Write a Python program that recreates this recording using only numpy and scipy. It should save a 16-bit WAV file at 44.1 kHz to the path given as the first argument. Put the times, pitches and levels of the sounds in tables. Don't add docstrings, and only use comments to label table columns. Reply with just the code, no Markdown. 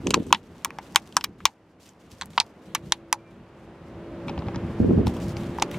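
import sys
import numpy as np
from scipy import signal
from scipy.fft import rfft, irfft
from scipy.io import wavfile
from scipy.ndimage import uniform_filter1d

SR = 44100
rng = np.random.default_rng(int(sys.argv[2]) if len(sys.argv) > 2 else 0)


def bounce(signal):
    frames = np.transpose(np.atleast_2d(signal))
    limited = np.clip(frames, -1, 1)
    pcm = np.round(limited * 32767).astype(np.int16)
    wavfile.write(sys.argv[1], SR, pcm)


N = 254898

# (time [s], pitch [Hz], level [dB])
WHISTLE = [(1.82, 3000, -95), (1.845, 3010, -74), (1.87, 3040, -80), (1.893, 3150, -75), (1.92, 3000, -80),
           (1.93, 2980, -120), (3.16, 2390, -120), (3.17, 2385, -90), (3.19, 2380, -68), (3.235, 2370, -71),
           (3.27, 2365, -66), (3.3, 2360, -70), (3.32, 2350, -90), (3.33, 2350, -120)]
# (time [s], turning rate [Hz], reference level [dB])
HUM = [(0, 55.18, -75.5), (2.55, 52.2, -69.5), (2.67, 53.03, -60.5), (2.84, 57.2, -57), (2.97, 55.64, -60),
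       (3.3, 55.86, -62.5), (3.7, 55.92, -58), (4.2, 56.08, -46), (4.7, 56.42, -46.5), (5.2, 56.9, -44),
       (5.5, 57.5, -46.5), (5.78, 58.3, -47)]
# (multiple of turning rate, level re reference [dB])
HUM_LINES = [(2, -3.5), (3, -3.5), (4, -10.5), (5, -10.5), (6, 4), (7, -5.5), (8, -13.5), (9, -7.5),
             (10, -5), (11, -9.5), (12, -16)]
# (time [s], level [dB])
DRONE = [(0.0, -50), (0.34, -57.5), (0.79, -52), (1.13, -56), (1.53, -62.5), (1.72, -62), (2.28, -55.5),
         (2.86, -55.5), (3.19, -57), (3.8, -52), (4.46, -43.5), (5.78, -43)]
# (frequency [Hz], relative level [dB])
DRONE_COLOUR = [(250, -36), (430, -8.5), (620, -10), (900, -12), (1500, -18.5), (2860, -26.5),
                (5590, -41.5), (14000, -57)]
# (time [s], big eddies [dB], small eddies re big [dB])
BREEZE = [(0, -42.5, -5), (.4, -51.5, 2), (1.0, -53, 2), (1.45, -50.5, -2), (1.55, -66, 4),
          (2.05, -57.5, 0.5), (2.3, -47.5, -8), (2.55, -60.5, 8), (3.28, -54.5, -3.5), (3.9, -47.5, -2.5),
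          (4.25, -43, 1.5), (4.75, -37, -5.5), (5.2, -33, -2.5), (5.45, -32, -12), (5.67, -44, 8.5),
          (5.78, -31.5, -10)]
# (frequency [Hz], relative density [dB per Hz])
WIND_COLOUR = [(15, -55.5), (25, -23.5), (76, -5), (124, -8), (189, -1), (380, -6.5), (447, -10),
               (579, -21), (628, -24.5), (1200, -44), (1560, -73), (2640, -120)]
# (time [s], length before decay [s], big eddies [dB], small eddies re big [dB], share unlike in the ports [0-1])
GUSTS = [(0.034, 0.071, -33, 6.5, 0.2), (0.115, 0.096, -38.5, 7, 0.33), (0.233, 0.11, -47, 5, 0.3),
         (0.89, 0.052, -52, -5, 0), (2.104, 0.029, -46, -10, 0), (2.637, 0.18, -51.5, -11.5, 0.03),
         (2.814, 0.079, -44, -15, 0.2), (3.369, 0.06, -51, -7.5, 0.1), (4.263, 0.053, -39, -9, 0.12),
         (4.363, 0.018, -26, -12, 0), (4.447, 0.031, -32.5, -9, 0.1), (4.527, 0.05, -32, -21, 0.5),
         (4.616, 0.031, -26, -16, 0.25), (4.785, 0.23, -28, 0.5, 0.93), (5.024, 0.062, -30.5, -0.5, 0.64)]
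# (time [s], peak [dB], frequency [Hz], left minus right [dB])
POPS = [(0.063, -16.5, 322, -9), (0.078, -15, 320, 1), (0.09, -33, 191, -1), (0.106, -17.5, 397, -8),
        (0.141, -17, 306, 3), (0.166, -17, 366, 6), (0.175, -14.5, 390, 1), (0.184, -38, 639, 17),
        (0.199, -17, 228, 1), (0.221, -25.5, 310, 8), (0.268, -30, 332, -4), (0.311, -25, 317.5, 2),
        (4.27, -22.5, 196, 0.5), (4.559, -25.5, 226, 3), (4.634, -33, 322, 2), (4.799, -9.5, 250, -9),
        (4.812, -12.5, 230, 1), (4.827, -28, 150.5, 12), (4.843, -8.5, 252, -3), (4.875, -17, 170, 3),
        (4.888, -26, 560, -4), (4.894, -15, 296, -8), (4.909, -28.5, 580, 22), (4.928, -18, 139.2, -2),
        (4.983, -27, 620, 11.5), (4.905, -7.5, 236, 0.5), (4.946, -35, 315, 6), (4.974, -9, 181, -2),
        (4.996, -15, 130.7, 6), (4.99, -19.5, 386, 0), (5.007, -28, 321, 1), (5.03, -15.5, 220, -4),
        (5.041, -20.5, 132, 3), (5.074, -18, 200, 4)]
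# (time [s], length before decay [s], level [dB], scrape re level [dB])
STROKES = [(0, 0.15, -59, -4), (0.182, 0.19, -60.5, -1), (0.362, 0.044, -76, 1.5), (0.429, 0.11, -72, 1),
           (0.723, 0.14, -75, -14), (0.547, 0.11, -64, -3), (0.809, 0.069, -65, 1), (0.893, 0.097, -64, -4),
           (1.014, 0.01, -63, -8), (1.056, 0.19, -62.5, -5), (1.379, 0.11, -66, 0),
           (1.794, 0.11, -63.5, -4), (1.992, 0.13, -72, 1), (2.107, 0.16, -65.5, -4),
           (2.295, 0.13, -64, -2.5), (2.455, 0.041, -70, -5), (2.53, 0.076, -82.5, 1),
           (2.612, 0.02, -66.5, -4), (2.652, 0.14, -65, 1.5), (2.82, 0.15, -66.5, 0.5), (3.3, 0.04, -76, 5),
           (3.564, 0.1, -74.5, -2), (3.694, 0.53, -90.5, 5), (4.267, 0.017, -59.5, 2),
           (4.37, 0.022, -75.5, -2), (4.465, 0.026, -69, -7), (4.635, 0.37, -67.5, -15),
           (5.057, 0.039, -52.5, 0), (5.134, 0.048, -56, -5), (5.199, 0.032, -50, -4),
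           (5.253, 0.071, -55.5, -3), (5.359, 0.03, -55, -2), (5.396, 0.075, -57, -1),
           (5.486, 0.16, -60.5, -2), (5.645, 0.099, -76, 4), (5.705, 0.022, -51, 1), (5.729, 0.051, -53, 0)]
# (frequency [Hz], relative level [dB])
RUSTLE_COLOUR = [(2500, -11), (3600, -9.5), (4600, 0), (7000, -5.5), (10000, -11.5), (14000, -15.5),
                 (16300, -29)]
# (time [s], low ring [Hz], peak [dB], crack [Hz], peak [dB], bright ring [Hz], peak [dB],
# top ring [Hz], peak [dB], air peak [dB], knock peak [dB], knock [Hz], slip decay at 2500 Hz [ms], thump re knock [dB])
SNAPS = [(0.0701, 2100, -30, 2800, -15.5, 6400, -15.5, 7500, -22, -39, -25.5, 990, 3.3, -24.0),
         (0.1064, 2740, -17.5, 4310, -16.0, 7100, -16, 7900, -18, -24, -25.5, 1050, 5.5, -30.0),
         (0.1385, 2130, -24.5, 2950, -21, 6100, -33, 7500, -40.5, -54.0, -14, 1190.0, 2.1, -30.0),
         (0.1423, 2610, -7, 3550, -5.5, 6360, -6.0, 7180, -23, -17.5, -8, 1040, 2.7, -30),
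         (0.1727, 2140, -57, 3380, -40, 5180, -45, 8110, -52, -60.5, -38, 730, 4.0, -30.0),
         (0.2312, 2080, -52.0, 2900, -44.5, 5760, -48, 8100, -49, -57.5, -60.5, 760.0, 1.9, -30.0),
         (0.2671, 2560, -59, 3970, -56, 6900, -43.5, 7850, -39, -51.5, -47, 980.0, 17.0, -21.5),
         (0.3063, 2670, -52.5, 3420, -52, 4800, -52.0, 7540, -56, -54, -29.5, 980, 5.2, -30.0),
         (0.3268, 2120, -27, 3070, 0.5, 6220, -2.5, 8100, -10, -21, 0, 977, 2.2, -41),
         (0.347, 2030, -23.5, 3000, -15.5, 4830, -23, 7440, -34, -48.0, -24.5, 910, 5.1, -27.5),
         (0.4315, 2410, -62, 3900, -58, 5200, -54, 8000, -64, -64, -70, 907, 1.9, -30),
         (0.582, 2400, -63, 4000, -54, 6500, -50, 8500, -57, -56, -69, 900, 1.5, -30.5),
         (0.6475, 1940, -19, 3070, -17.5, 6070, -12.5, 9300, -15, -10.5, -20.5, 1100, 4.4, -31),
         (0.6565, 2000, -40, 2980, -37, 5460, -45, 7570, -46.0, -48.5, -21.0, 1033, 1.9, -28),
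         (0.7054, 2170, -28.5, 3180, -41, 5260, -41.5, 9320, -49, -46, -32.5, 1120, 2.2, -20.0),
         (0.7863, 1860, -28.5, 3240, -34, 5300, -34.5, 8160, -42.0, -40, -23.5, 870, 5.5, -12),
         (0.9478, 2020, -36, 2880, -37.5, 5610, -34, 7630, -44.5, -43, -33, 933.0, 5.6, -24),
         (0.9593, 2240, -3, 3010, 2.5, 4550, 0, 7750, -3, -3, -4.0, 1065, 2.2, -39.0),
         (1.0574, 2400, -51.5, 3900, -62, 6000, -53, 8000, -58, -66, -70, 900, 1.5, -28),
         (1.125, 2070, -53.0, 2920, -39, 4760, -42, 8110, -46, -51, -70.0, 1022.0, 4.7, -30.0),
         (1.1678, 2860, -19, 4120, -12, 5600, -2.0, 7220, -5.5, -14, -5.5, 1084, 5.4, -25.5),
         (1.2102, 2100, -32, 2950, -24.5, 4730, -28, 7740, -39, -41, -35.0, 1071.0, 4, -29),
         (1.2408, 2060, -24.5, 2920, -19.5, 5000, -18, 7500, -28.0, -16, -23, 1036, 2.5, -33.0),
         (1.2434, 2060, -21.5, 3480, -15.0, 4870, -13.5, 7500, -19.0, -14, -24, 1114.0, 4.7, -39),
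         (1.4041, 2210, -43, 3120, -44.5, 6020, -62, 7560, -58.5, -65.5, -37.0, 1260, 7.5, -33),
         (1.4544, 2540, -6, 3160, -0.5, 6035, -0.5, 7650, -12, -8.5, -7.5, 1047, 4.3, -16.5),
         (1.8922, 1890, -57, 3180, -54, 6600, -37, 7500, -42.5, -53.5, -66.0, 1063.0, 1.8, -37.5),
         (2.2124, 1910, -21.5, 3780, -23.5, 6700, -28.5, 7500, -28, -39, -28, 1054, 8.3, -25),
         (2.2207, 2040, -41, 3700, -21, 5300, -27.5, 7500, -38, -46, -24, 935, 3.6, -24),
         (2.2335, 1960, -56.5, 3490, -40, 6060, -45, 8470, -48.0, -55.0, -38.0, 1040, 4.3, -28.0),
         (2.2582, 2400, -60, 4400, -53.0, 6770, -41, 7810, -37, -29, -68, 931.0, 1.1, -30.0),
         (2.3339, 2220, -48, 4040, -44, 4900, -51, 8210, -49, -56, -74.0, 753.0, 5.4, -36),
         (2.3781, 2280, -14, 4100, -13.5, 4600, -25, 7900, -30, -38, -7, 954, 3.1, -43),
         (2.3822, 1820, -23, 2695, -10, 4800, -22, 7500, -39, -52.5, -30.0, 850, 1.2, -16),
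         (2.4012, 2960, -14, 4200, -3.5, 4850, -4.5, 7770, -10.5, -23.5, -20, 843, 3, -33),
         (2.4052, 2330, -16, 3200, -19.0, 5200, -26.5, 7500, -31.5, -42, -25.0, 890, 1.7, -30.0),
         (2.4128, 2090, -30, 3000, -33, 6260, -40.5, 7500, -38, -57, -26.5, 910, 3.7, -29),
         (2.7496, 2000, -25, 2880, -14.5, 5780, -11.5, 9000, -20.5, -12, -17.5, 990, 5.6, -32),
         (2.7533, 2340, -20, 3600, -23, 6200, -23, 8700, -24, -43, -19.5, 1150, 7.1, -30),
         (2.9222, 1990, -14.5, 3760, -3.5, 5800, -3, 8200, -9, -25.5, -15.5, 970, 1.8, -13.5),
         (2.9266, 2388, -34, 3420, -31, 5250, -21.5, 8410, -28.5, -38.5, -33.5, 846, 1.1, -21.5),
         (3.1277, 2160, -11.5, 3184, -14, 5680, -6.5, 8530, -11.5, -9.5, -10, 930, 2.8, -26),
         (4.2825, 2620, -29, 3270, -31.5, 4800, -40.5, 8090, -56, -60, -28, 981, 14, -35),
         (4.295, 2000, -36, 2820, -31, 4900, -33.5, 8610, -54, -62.0, -27.5, 864.0, 7.3, -36.0),
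         (4.378, 2180, -45, 3040, -32, 5580, -48, 7520, -60.5, -71.5, -28.0, 830, 2.4, -33),
         (4.3905, 2670, -42, 4340, -44, 4800, -38.5, 7670, -58, -72.5, -44, 1122.0, 4.6, -25.0),
         (4.4218, 2360, -51, 3200, -41, 5380, -60.5, 9300, -70.0, -73, -33, 880, 2.4, -30.0),
         (4.4689, 2400, -54, 4000, -42, 5200, -50, 8000, -60, -70, -47, 900, 3, -30),
         (4.4844, 2450, -33, 3200, -39, 5170, -44, 8530, -60, -71.0, -28, 780, 5.9, -35.0),
         (4.546, 1910, -35, 3000, -44, 4800, -42, 8810, -65.5, -68.5, -31.0, 1000, 14, -27.0),
         (4.5593, 2600, -39, 3920, -35, 5700, -32.5, 7780, -50, -68.0, -33, 810.0, 5.3, -29),
         (5.0694, 2750, -29, 4009, -27, 4700, -27.0, 8600, -34.5, -31, -19.5, 830, 6, -21),
         (5.1387, 2100, -43, 2950, -42, 4800, -51, 7760, -49, -54.0, -55.0, 900.0, 3.0, -30.0),
         (5.1665, 2200, -46.0, 3060, -37, 6190, -46, 8270, -48, -45.5, -35.0, 1050.0, 6.8, -30.0),
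         (5.1705, 2500, -44, 3300, -45, 5800, -47, 8500, -48, -52, -53, 900, 1.5, -30),
         (5.2016, 2500, -47.5, 4190, -46.5, 6080, -46.5, 8290, -46.0, -50.5, -55.0, 900.0, 3.0, -30.0),
         (5.3685, 2500, -32.5, 4450, -44, 5050, -28.5, 8050, -46, -49.0, -40, 752.0, 1.6, -30.0),
         (5.5857, 2270, -31, 3000, -36.0, 5610, -38.5, 8390, -46, -39, -20.5, 885, 2.1, -30.0),
         (5.5989, 2908, -37.5, 3530, -29, 4800, -27.0, 7760, -42.5, -51.5, -31, 860.0, 2.9, -30.0),
         (5.6213, 2460, -20, 3400, -21, 6060, -31.5, 8260, -33.5, -33.0, -16.5, 850, 2.8, -30.0),
         (5.6239, 2440, -13.5, 3350, -13, 5920, -8.5, 8460, -16.5, -24, -12, 887, 1, -11),
         (5.6954, 2290, -49, 3380, -48.0, 5530, -56.5, 8690, -63.5, -67.5, -55.0, 900.0, 2.0, -30.0),
         (5.7143, 2050, -33.5, 2940, -30.5, 6050, -38.0, 7540, -41, -33, -53.0, 942.0, 2.7, -20.0),
         (5.7425, 2308, -33, 3680, -40, 6900, -48, 7500, -51, -48.5, -32, 1060, 11, -30.0)]
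# (low, crack, bright, top, air [Hz])
RING_WIDTHS_HZ = [800, 1150, 1650, 1700, 5000]
# (time [s], left lag [microseconds])
PLACE = [(0, -19), (1.5, -19), (1.85, 29), (3.2, 25.5), (4.25, -48), (4.6, -47), (5.05, -18), (5.6, 19),
         (5.78, 0)]

GUST_SPLIT_HZ = 174
GUST_ATTACK_S, GUST_RELEASE_S = 0.04, 0.01
BREEZE_WAVER_DB, BREEZE_UNLIKE = 1.5, 0.062
STROKE_ATTACK_S, STROKE_RELEASE_S, STROKE_WAVER_DB = 0.01, 0.018, 1.2
RESTING_DB = -81
FIRST_SLIP = 14.0
AIR_HZ, CAVITY_HZ = 13000, 877
TAIL_SPREAD = 1.9
KNOCK_S, KNOCK_SLIPS = 0.0033, 1.5
PAN_DB_PER_US = -.022
TOP_HZ = 16500


def undb(db):
    return 10 ** (np.asarray(db) / 20)


def curve(table):
    time_s, *columns = np.transpose(table)
    return [np.interp(np.arange(N) / SR, time_s, c) for c in columns]


def colour(x, points):
    hz, db = np.transpose(points)
    bin_hz = np.maximum(np.arange(N // 2 + 1) * SR / N, 1)
    gain_db = np.interp(np.log(bin_hz), np.log(hz), db, left=-90, right=-90)
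    y = irfft(rfft(x) * undb(gain_db), N)
    return y / np.sqrt(np.mean(y ** 2))


def walk(rate_hz):
    hold = int(SR / rate_hz)
    steps = np.repeat(rng.standard_normal(N // hold + 1), hold)
    return 1.3 * uniform_filter1d(uniform_filter1d(steps, hold), hold)[:N]


def ports(mid, side):
    return np.array([mid + side, mid - side])


def band(x, lo_hz, hi_hz):
    sos = signal.butter(3, [lo_hz, min(hi_hz, .45 * SR)], "band", fs=SR, output="sos")
    return signal.sosfilt(sos, x)


def peak(x, db):
    return x * undb(db) / np.max(np.abs(x))


def shape(start_s, length_s, attack_s, release_s):
    u = np.arange(N) / SR - start_s
    return np.clip(u / attack_s, 0, 1) * np.exp(-np.maximum(u - length_s, 0) / release_s)


def whistle():
    hz, level_db = curve(WHISTLE)
    phase = 2 * np.pi * np.cumsum(hz * (1 + 0.007 * walk(90))) / SR
    return np.sqrt(2) * np.sin(phase) * undb(level_db + 4.0 * walk(60))


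def hum():
    hz, level_db = curve(HUM)
    turn = 2 * np.pi * np.cumsum(hz * (1 + .0027 * walk(5))) / SR
    lines = sum(undb(db + 3.0 * walk(8)) * np.sin(round(k) * turn + k * k) for k, db in HUM_LINES)
    return np.sqrt(2) * lines * undb(level_db)


def drone():
    mid = colour(rng.standard_normal(N), DRONE_COLOUR)
    tilted = [(hz, db + 6.0 * np.log2(hz / 5000)) for hz, db in DRONE_COLOUR]
    side = undb(-15.5) * colour(rng.standard_normal(N), tilted)
    return ports(mid, side) * undb(curve(DRONE)[0])


def wind():
    breeze_db, small_re_big_db = curve(BREEZE)
    big_gain = undb(breeze_db + BREEZE_WAVER_DB * walk(26))
    small_gain = big_gain * undb(small_re_big_db)
    unlike = np.full(N, BREEZE_UNLIKE)
    for start_s, length_s, big_db, small_db, share in GUSTS:
        gust = shape(start_s, length_s, GUST_ATTACK_S, GUST_RELEASE_S)
        big_gain = big_gain + undb(big_db) * gust
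        small_gain = small_gain + undb(big_db + small_db) * gust
        unlike = np.maximum(unlike, share * gust)
    unlike = np.clip(unlike, 0, 1)

    def eddies(lo_hz, hi_hz):
        y = band(colour(rng.standard_normal(N), WIND_COLOUR), lo_hz, hi_hz)
        return y / np.std(y) * undb(3.5 * unlike * walk(60))

    big = big_gain * eddies(26, GUST_SPLIT_HZ)
    small = small_gain * eddies(GUST_SPLIT_HZ, 1200)
    side = unlike * (small_gain * eddies(240, 1500) + undb(-20.0) * big_gain * eddies(45, 120))
    return ports(big + small, side - .15 * unlike * small)


def pops():
    mid, side = np.zeros(N), np.zeros(N)
    u = np.arange(1024) / SR
    for time_s, peak_db, hz, pan_db in POPS:
        pulse = -np.sin(2 * np.pi * hz * u) * (u * hz) * np.exp(-u * hz / 0.41)
        pulse = peak(pulse, peak_db)
        i = int((time_s + 0.00212) * SR)
        left, right = undb(np.array([.5, -.5]) * pan_db)
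        mid[i:i + len(u)] += pulse * (left + right) / 2
        side[i:i + len(u)] += pulse * (left - right) / 2
    return ports(band(mid, 40, 3000), band(side, 130, 3000))


def rustle():
    def grains():
        ticks = (rng.random(N) < 2500 / SR) * undb(0.91 * np.minimum(rng.exponential(size=N), 3))
        grit = 6.0 * (rng.random(N) < 40 / SR)
        return rng.standard_normal(N) * (ticks + grit + 0.37)

    contact = np.array([shape(start_s, length_s, STROKE_ATTACK_S, STROKE_RELEASE_S)
                        for start_s, length_s, _, _ in STROKES])
    level_db, scrape_db = np.array(STROKES)[:, 2:].T
    both = ports(grains(), 0.46 * grains())
    fine = np.array([colour(x, RUSTLE_COLOUR) for x in both])
    fine = fine * (undb(level_db) @ contact + undb(RESTING_DB))
    scrape = band(both, 1600, 4400)
    scrape = scrape / np.std(scrape) * (undb(level_db + scrape_db) @ contact)
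    wavering = fine * undb(2.0 * walk(50)) + scrape * undb(2.0 * walk(54))
    return wavering * undb(STROKE_WAVER_DB * walk(28))


def snap(t, wall_hz, wall_db, body_db, thump_db, body_hz, slip_ms, noise):
    u = np.maximum(t, 0)
    click = np.diff(1. * (t > 0), prepend=0)

    def scatter(hz):
        pitch = hz / 2500
        decay = np.exp(-u / 0.0087 * pitch ** .12)
        return undb(-10.5) * pitch ** -.3 * (1 - np.exp(-u / 0.00029)) * decay

    def push(slip_s, tail, first):
        burst = np.minimum(u / 0.000081, 1) * np.exp(-u / slip_s)
        return first * click + noise[0] * (burst + tail) + 0.6 * tail * noise[1:]

    rings = 0
    for hz, db, width_hz in zip(wall_hz, wall_db, RING_WIDTHS_HZ):
        slip_s = slip_ms / 1000 * (hz / 2500) ** -.7
        ring = band(push(slip_s, 0, FIRST_SLIP), hz - width_hz / 2, hz + width_hz / 2)
        wide_hz = min(TAIL_SPREAD * width_hz, 5000)
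        tail = scatter(hz) * (noise[0] + .6 * noise[1:])
        tail = band(tail, hz - wide_hz / 2, hz + wide_hz / 2) / np.sqrt(TAIL_SPREAD)
        rings = rings + peak(ring + tail, db)
    knock = np.sin(2 * np.pi * body_hz * u) * np.exp(-(u / KNOCK_S) ** 1.6)
    rattle = band(noise[1] * np.exp(-u / 0.011), .9 * CAVITY_HZ, 1.14 * CAVITY_HZ)
    cavity = peak(rattle, -18.5)
    swell = np.sin(np.pi / 2 * np.minimum(u / 0.00027, 1)) ** 2
    slips = band(push(slip_ms / 1400, scatter(2600), 1.0), .87 * body_hz, 1.45 * body_hz)
    body = swell * (knock + cavity) + KNOCK_SLIPS * slips
    body = band(body, 740, 4800)
    thump = peak(band(np.exp(-u / 0.0006) * (t > 0), 45, 650), thump_db)
    return rings + peak(body, body_db) + thump


def bottle():
    size = 4096
    out = np.zeros((2, N + size))
    noise = rng.standard_normal((len(SNAPS), 3, size))
    t = np.arange(size) / SR - .0018
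    bin_hz = np.arange(size // 2 + 1) * SR / size
    half = np.array([[.5], [-.5]])
    for k, (time_s, *rings, air_db, body_db, body_hz, slip_ms, thump_db) in enumerate(SNAPS):
        i = int((time_s - .002) * SR)
        lag_us = np.interp(time_s, *np.transpose(PLACE))
        wall_hz, wall_db = rings[::2] + [AIR_HZ], rings[1::2] + [air_db]
        y = snap(t, wall_hz, wall_db, body_db, body_db + thump_db, body_hz, max(slip_ms, .2), noise[k])
        y = irfft(rfft(y) * np.exp(-2j * np.pi * bin_hz * half * lag_us / 1e6), size)
        out[:, i:i + size] += y * undb(half * PAN_DB_PER_US * lag_us)
    return out[:, :N]


def scene():
    return whistle() + hum() + drone() + wind() + pops() + rustle() + bottle()


def record(dry):
    sos = signal.ellip(8, .2, 70, TOP_HZ, fs=SR, output="sos")
    return signal.sosfilt(sos, np.clip(dry, -.95, .95))


dry = scene()
out = record(dry)
bounce(out)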